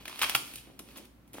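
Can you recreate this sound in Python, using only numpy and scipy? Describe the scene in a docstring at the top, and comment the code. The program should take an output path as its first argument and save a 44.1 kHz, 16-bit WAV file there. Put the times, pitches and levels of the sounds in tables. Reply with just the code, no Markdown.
"""Breaking a crusty roll

A bread roll is cut and snapped in two by hand over a plastic bowl, close up in a small kitchen.
The crust crackles under the blade, gives way in sharp snaps that shed flakes, and parts with a hollow
knock. Hands rub the crumb, shift the pieces and bump the bowl, over room air and a faint hum."""
import sys
import numpy as np
from scipy import signal
from scipy.fft import rfft, irfft
from scipy.io import wavfile

SR = 44100
rng = np.random.default_rng(int(sys.argv[2]) if len(sys.argv) > 2 else 0)


def materialize(psi):
    """Save the field psi as 16-bit PCM at rate SR to the path in sys.argv[1].

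    A 1-D psi becomes a single channel; in a 2-D psi each row is a channel.
    """
    bounded = np.clip(np.atleast_2d(psi).T, -1, 1)
    quanta = np.round(bounded * 32767).astype(np.int16)
    wavfile.write(sys.argv[1], SR, quanta)


N = 61739
BODY_HZ, BODY_OCTAVES, TREBLE_HZ = 1010, 0.68, 6000  # tone controls: mid bell and treble shelf


def undb(db):
    """Decibels to gain."""
    return 10 ** (np.asarray(db) / 20)


def level(x, db):
    """Scale to an rms level."""
    return x * undb(db) / np.sqrt(np.mean(x ** 2) + 1e-24)


def pulse_height(db):
    """Height of a one-sample pulse with this level over a millisecond."""
    return undb(db) * np.sqrt(SR / 1000)


def fade(t, t60):
    """Exponential decay, 60 dB down after t60 seconds."""
    return np.exp(-np.log(1000) * t / t60)


def ride(t, points):
    """A fader ride: gain gliding through (time, level) points."""
    return undb(np.interp(t, *np.array(points).T))


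def through(x, response):
    """Filter a sound, keeping its length."""
    return signal.fftconvolve(x, response)[:len(x)]


def colour(points, body_db=0, treble_db=0, shelf_hz=TREBLE_HZ, size=2048):
    """Unit-energy response of an EQ curve with a mid bell and a high shelf."""
    hz = np.maximum(np.fft.rfftfreq(size, 1 / SR), 1)
    point_hz, point_db = np.array(points, float).T
    db = np.interp(np.log(hz), np.log(point_hz), point_db)
    db += treble_db / (1 + (shelf_hz / hz) ** 4)
    db += body_db * np.exp(-(np.log2(hz / BODY_HZ) / BODY_OCTAVES) ** 2)
    cepstrum = irfft(np.log(undb(db)))
    cepstrum[1:size // 2] *= 2  # minimum phase keeps the attack sharp
    cepstrum[size // 2 + 1:] = 0
    response = irfft(np.exp(rfft(cepstrum)))
    return response / np.linalg.norm(response)


def diffuse(size=N, alike_hz=450):
    """Noise from all around: alike left and right in the bass only."""
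    mid, side = rfft(rng.standard_normal((2, size)))
    alike = .9 / (1 + (np.fft.rfftfreq(size, 1 / SR) / alike_hz) ** 2)
    pair = mid * np.sqrt(1 + alike) + np.array([[1], [-1]]) * side * np.sqrt(1 - alike)
    return irfft(pair, size) / np.sqrt(2)


def reflections(size, t60, db, delay_s):
    """A dense stereo tail that dies away."""
    t = np.arange(size) / SR
    tail = fade(t, t60) * (t > delay_s)
    return diffuse(size) * tail * undb(db) / np.linalg.norm(tail)


# Bright EQ of the close reflections (frequency [Hz], relative level [dB])
EARLY_EQ = [(60, -2), (300, -4.5), (1000, -6.5), (3000, -0.5), (7000, 2.5), (16000, 1)]


def place(x, size=4096, right_lag_s=.000062, pan_db=0.8):
    """Set a sound just left of centre; every spot on the bread has its own quick reflections."""
    lag = np.exp(-2j * np.pi * np.fft.rfftfreq(size, 1 / SR) * np.array([[0], [right_lag_s]]))
    pan = undb(np.array([[pan_db], [-pan_db]]) / 2)
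    direct = irfft(lag) * pan * (np.arange(size) < size // 2)
    echo = reflections(size, t60=0.0025, db=-4.5, delay_s=0)  # hands and bowl rim
    echo += reflections(size, t60=0.072, db=-4.5, delay_s=0.0018)  # table and bowl
    tint = colour(EARLY_EQ)
    return np.array([signal.fftconvolve(x, d + through(e, tint))[:N] for d, e in zip(direct, echo)])


def add(out, start_s, x):
    """Place a sound in stereo and mix it in on cue."""
    i = int(start_s * SR)
    pair = place(x)[:, :N - i]
    out[:, i:i + pair.shape[1]] += pair


def grains(per_s=2000, spread_db=3):
    """Tiny clicks at random moments, mostly weak, a few strong."""
    heights = undb(spread_db * np.minimum(rng.exponential(size=N), np.pi)) * rng.choice([-1, 1], N)
    return level(heights * (rng.random(N) < per_s / SR), 0)


def smear(x, low_hz=2040, high_hz=13000, stages=4):
    """Travel through uneven crust spreads a click over a fraction of a millisecond."""
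    for share in (np.arange(stages) + rng.random(stages)) / stages:
        hz = low_hz * (high_hz / low_hz) ** share
        feedback = signal.iirpeak(hz, Q=1, fs=SR)[1]
        x = signal.lfilter(feedback[::-1], feedback, x)  # all-pass
    return x


# Bass-heavy EQ of the room air (frequency [Hz], relative level [dB])
AIR_EQ = [(20, -27.5), (35, -14.5), (55, -4.5), (80, -10.5), (115, -3), (160, -6.5), (260, -5.5),
          (450, -18.5), (900, -19.5), (2500, -27.5), (7000, -39), (16000, -34)]
# Steady appliance tones (frequency [Hz], rms level [dB])
APPLIANCE_TONES = [(236, -74.5), (269, -69.5)]
# Swells of the low hum (time [s], rms level [dB])
HUM_RIDE = [(0, -60), (.1, -67), (.16, -80), (.24, -61), (.36, -63), (.44, -75), (.55, -60), (.66, -61.5),
            (.73, -70), (.81, -61.5), (.92, -61.5), (1.0, -69), (1.15, -63), (1.29, -72.5), (1.38, -65)]


def room_tone(t, air_db=-60, hum_hz=57.5):
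    """The bed: room air, faint appliance tones and a low hum that swells and dips."""
    air = level(np.array([through(x, colour(AIR_EQ)) for x in diffuse()]), air_db)
    hum = np.sqrt(2) * np.sin(2 * np.pi * hum_hz * t) * ride(t, HUM_RIDE)
    tones = sum(level(np.sin(2 * np.pi * (hz * t + rng.random())), db) for hz, db in APPLIANCE_TONES)
    return air + hum + tones


# Dull EQ of the bowl, for rubs and bumps (frequency [Hz], relative level [dB])
BOWL_EQ = [(40, -28), (150, -12.5), (270, 2.5), (400, -3.5), (600, -7.5), (1000, -17), (1600, -24),
           (2500, -30.5), (4500, -51), (16000, -69)]
# Pressure of the rubbing hands (time [s], rms level [dB])
RUB_RIDE = [(0, -60.5), (.09, -58), (.15, -63.5), (.42, -58.5), (.5, -61), (.63, -69), (.70, -55.5),
            (.76, -70), (.82, -62.5), (.93, -60), (1.0, -55.5), (1.1, -72), (1.31, -76), (1.36, -58)]


def crumb_rub(t):
    """Hands rub the soft crumb: a low, grainy friction."""
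    return place(through(grains() * ride(t, RUB_RIDE), colour(BOWL_EQ)))


# Crisp EQ of the crust (frequency [Hz], relative level [dB])
CRUST_EQ = [(40, -31.5), (130, -19.5), (330, -11.5), (570, -11), (830, -4), (1200, -2.5), (1900, -4.5),
            (2400, 1), (3250, 0.5), (4000, -5), (5200, -7.5), (7400, -13.5), (9500, -5.5), (12500, -10.5),
            (16000, -15.5)]
# Squeezes on the crust (time [s], rms level before the treble gain [dB], treble gain [dB])
STRAIN_RIDE = [(0, -53.5, -2.5), (.05, -66, 7), (.09, -50, -3), (.14, -51, -2), (.18, -51.5, 5.5),
               (.21, -41.5, -1.5), (.27, -42, -2), (.33, -43, -9), (.40, -56, 7), (.52, -58.5, 11.5),
               (.59, -65, 12.5), (.66, -61.5, -2.5), (.77, -73, 5), (.81, -77, -5), (0.858, -70, 9.5),
               (0.899, -61.5, 6), (1.05, -63, -0.5), (1.09, -89.5, -6.5), (1.31, -84.5, 6.5),
               (1.371, -56.5, 5)]


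def crust_strain(t):
    """The crust crackles finely and continuously under fingers and blade."""
    times, db, treble_db = np.array(STRAIN_RIDE).T
    cracks = grains() * undb(np.interp(t, times, db))
    crunch = smear(through(cracks, colour(CRUST_EQ)))
    treble = signal.sosfilt(signal.butter(1, TREBLE_HZ, "high", fs=SR, output="sos"), crunch)
    treble_gain = undb(np.interp(t, times, treble_db))
    return place(crunch + treble * (treble_gain - 1))


def crust_patch(push, body_db, treble_db, detune_octaves=0.036):
    """Sound a push through one patch of crust; each patch differs a little in pitch."""
    pitch = 2 ** (detune_octaves * rng.uniform(-0.88, 1))
    response = colour(np.array(CRUST_EQ) * [pitch, 1], body_db, treble_db)
    return smear(signal.fftconvolve(push, response))


# Crackle cues (time [s], length [s], rms level [dB], body [dB], treble [dB])
CRACKLE_CUES = [(0.053, 0.0066, -42, 1, -3), (0.076, 0.011, -40, 4.5, -1), (.189, 0.0067, -38.5, 5, 2.5),
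                (0.219, 0.0052, -33.5, -15, 6), (0.228, 0.0075, -27.5, 7.5, -15),
                (.237, 0.012, -33, -2, -10), (0.3471, 0.0045, -26, 4.5, 0), (0.554, 0.011, -45, -18, 9),
                (0.569, 0.026, -54.5, -20, -1.5), (0.79, 0.0084, -44.5, -1, 8), (0.955, 0.017, -53, 4, -1),
                (0.968, 0.014, -48.5, 2.5, 7), (1.335, 0.017, -53, -4, 6.5)]


def crust_crackles():
    """Short runs of cracks as a split travels through the crust."""
    out = np.zeros((2, N))
    for start_s, length_s, db, body_db, treble_db in CRACKLE_CUES:
        n = int(length_s * SR)
        run = level(grains()[:n] * signal.windows.tukey(n, .5), db)
        add(out, start_s, crust_patch(run, body_db, treble_db))
    return out


# Single fractures (time [s], level over 1 ms [dB], body [dB], treble [dB])
SNAP_CUES = [(0.0569, -41.5, -9.5, -8), (0.0963, -39, 10, 4), (.1279, -40.5, 12.5, -2.5),
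             (.1587, -40, 7, 3.5), (0.1935, -38, -12, 1), (0.2163, -20.5, -3, -7.5), (0.2201, -20, 5.5, 0),
             (0.2262, -21.5, -2.5, 1.5), (.2328, -23, 6, 10), (.2342, -30, 10.5, 4.5),
             (.2420, -24, -2.5, -8.5), (0.2962, -20, 0, 3.5), (.3495, -21.5, -1, -22.5),
             (.3500, -19, -39, -4.5), (0.3518, -20.5, -1, -1.5), (.3522, -25.5, 4, -6),
             (0.3525, -22.5, 6.5, 16), (0.361, -26, 2.5, 13), (0.5376, -38.5, -6.5, 7),
             (.5580, -37, -21, 10), (0.7959, -42.5, 5, 3.5), (.8883, -50, 5, 1), (0.9773, -47.5, -6, 4),
             (.9830, -41.5, 3.5, 3), (1.054, -48.5, -4, 6.5), (1.2782, -57.5, -8, 10.5),
             (1.3330, -42.5, -9, 7.5)]


def crust_snaps(t, flake_db=-7.5, flake_t60_s=0.011):
    """Each fracture is one pulse into the damped crust, trailed by a spray of flakes."""
    out = np.zeros((2, N))
    for start_s, db, body_db, treble_db in SNAP_CUES:
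        spray = (grains() * fade(t, flake_t60_s))[:SR // 20]
        push = spray * undb(flake_db) / (np.linalg.norm(spray) + 1e-9)
        push[0] += 1  # the fracture itself
        add(out, start_s, pulse_height(db) * crust_patch(push, body_db, treble_db))
    return out


# Modes of the knock (frequency [Hz], relative level [dB], t60 [s])
KNOCK_RING = [(126, -14, 0.088), (825, -3, .03), (1120, 0.5, 0.037), (1386, 6.5, 0.031), (2380, 1, 0.029),
              (2900, -11.5, 0.016), (3304, -2, 0.037), (4770, 1, 0.022)]


def blade_knock(t, start_s=.3516, hit_db=-19):
    """A short hollow ring as the roll parts and the blade knocks through."""
    out = np.zeros((2, N))
    ring = sum((-1) ** k * undb(db) * np.sin(2 * np.pi * hz * t) * fade(t, t60)
               for k, (hz, db, t60) in enumerate(KNOCK_RING))
    add(out, start_s, pulse_height(hit_db) * ring / np.linalg.norm(ring))
    return out


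# Hits on the bowl (time [s], level over 1 ms [dB], brightness [dB])
BUMP_CUES = [(.352, -37.5, -3.5), (0.674, -45, -3), (0.701, -43.5, 3), (.795, -45, -16),
             (.804, -39.5, -5.5), (.822, -59, -14), (.893, -73, -7), (0.97, -40.5, -13),
             (0.999, -41.5, -13), (1.344, -38, 0), (1.353, -39.5, 7), (1.373, -43.5, 12), (1.3839, -34, 14)]


def bowl_bumps():
    """Bread and hands bump the plastic bowl, each pulse a dull thud."""
    out = np.zeros((2, N))
    for start_s, db, bright_db in BUMP_CUES:
        add(out, start_s, pulse_height(db) * colour(BOWL_EQ, treble_db=bright_db, shelf_hz=691))
    return out


# EQ of the reverb send (frequency [Hz], relative level [dB])
WALL_EQ = [(60, -6), (300, 5), (1000, 0), (3000, 0), (7000, 3.5), (16000, -2.5)]


def kitchen(x):
    """The walls add a short, soft tail."""
    send = through(x[0], colour(WALL_EQ))
    tails = reflections(32768, t60=0.38, db=-7.5, delay_s=0.0062)
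    return x + np.array([through(send, tail) for tail in tails])


def scene():
    """The mix: bread and bowl in the kitchen, over the room tone."""
    t = np.arange(N) / SR
    foley = (crumb_rub(t), crust_strain(t), crust_crackles(), crust_snaps(t), blade_knock(t), bowl_bumps())
    return room_tone(t) + sum(kitchen(layer) for layer in foley)


def record(dry, top_hz=15850):
    """A steep low-pass trims the very top."""
    return signal.sosfilt(signal.ellip(10, .2, 80, top_hz, fs=SR, output="sos"), dry)


dry = scene()
out = record(dry)
materialize(out)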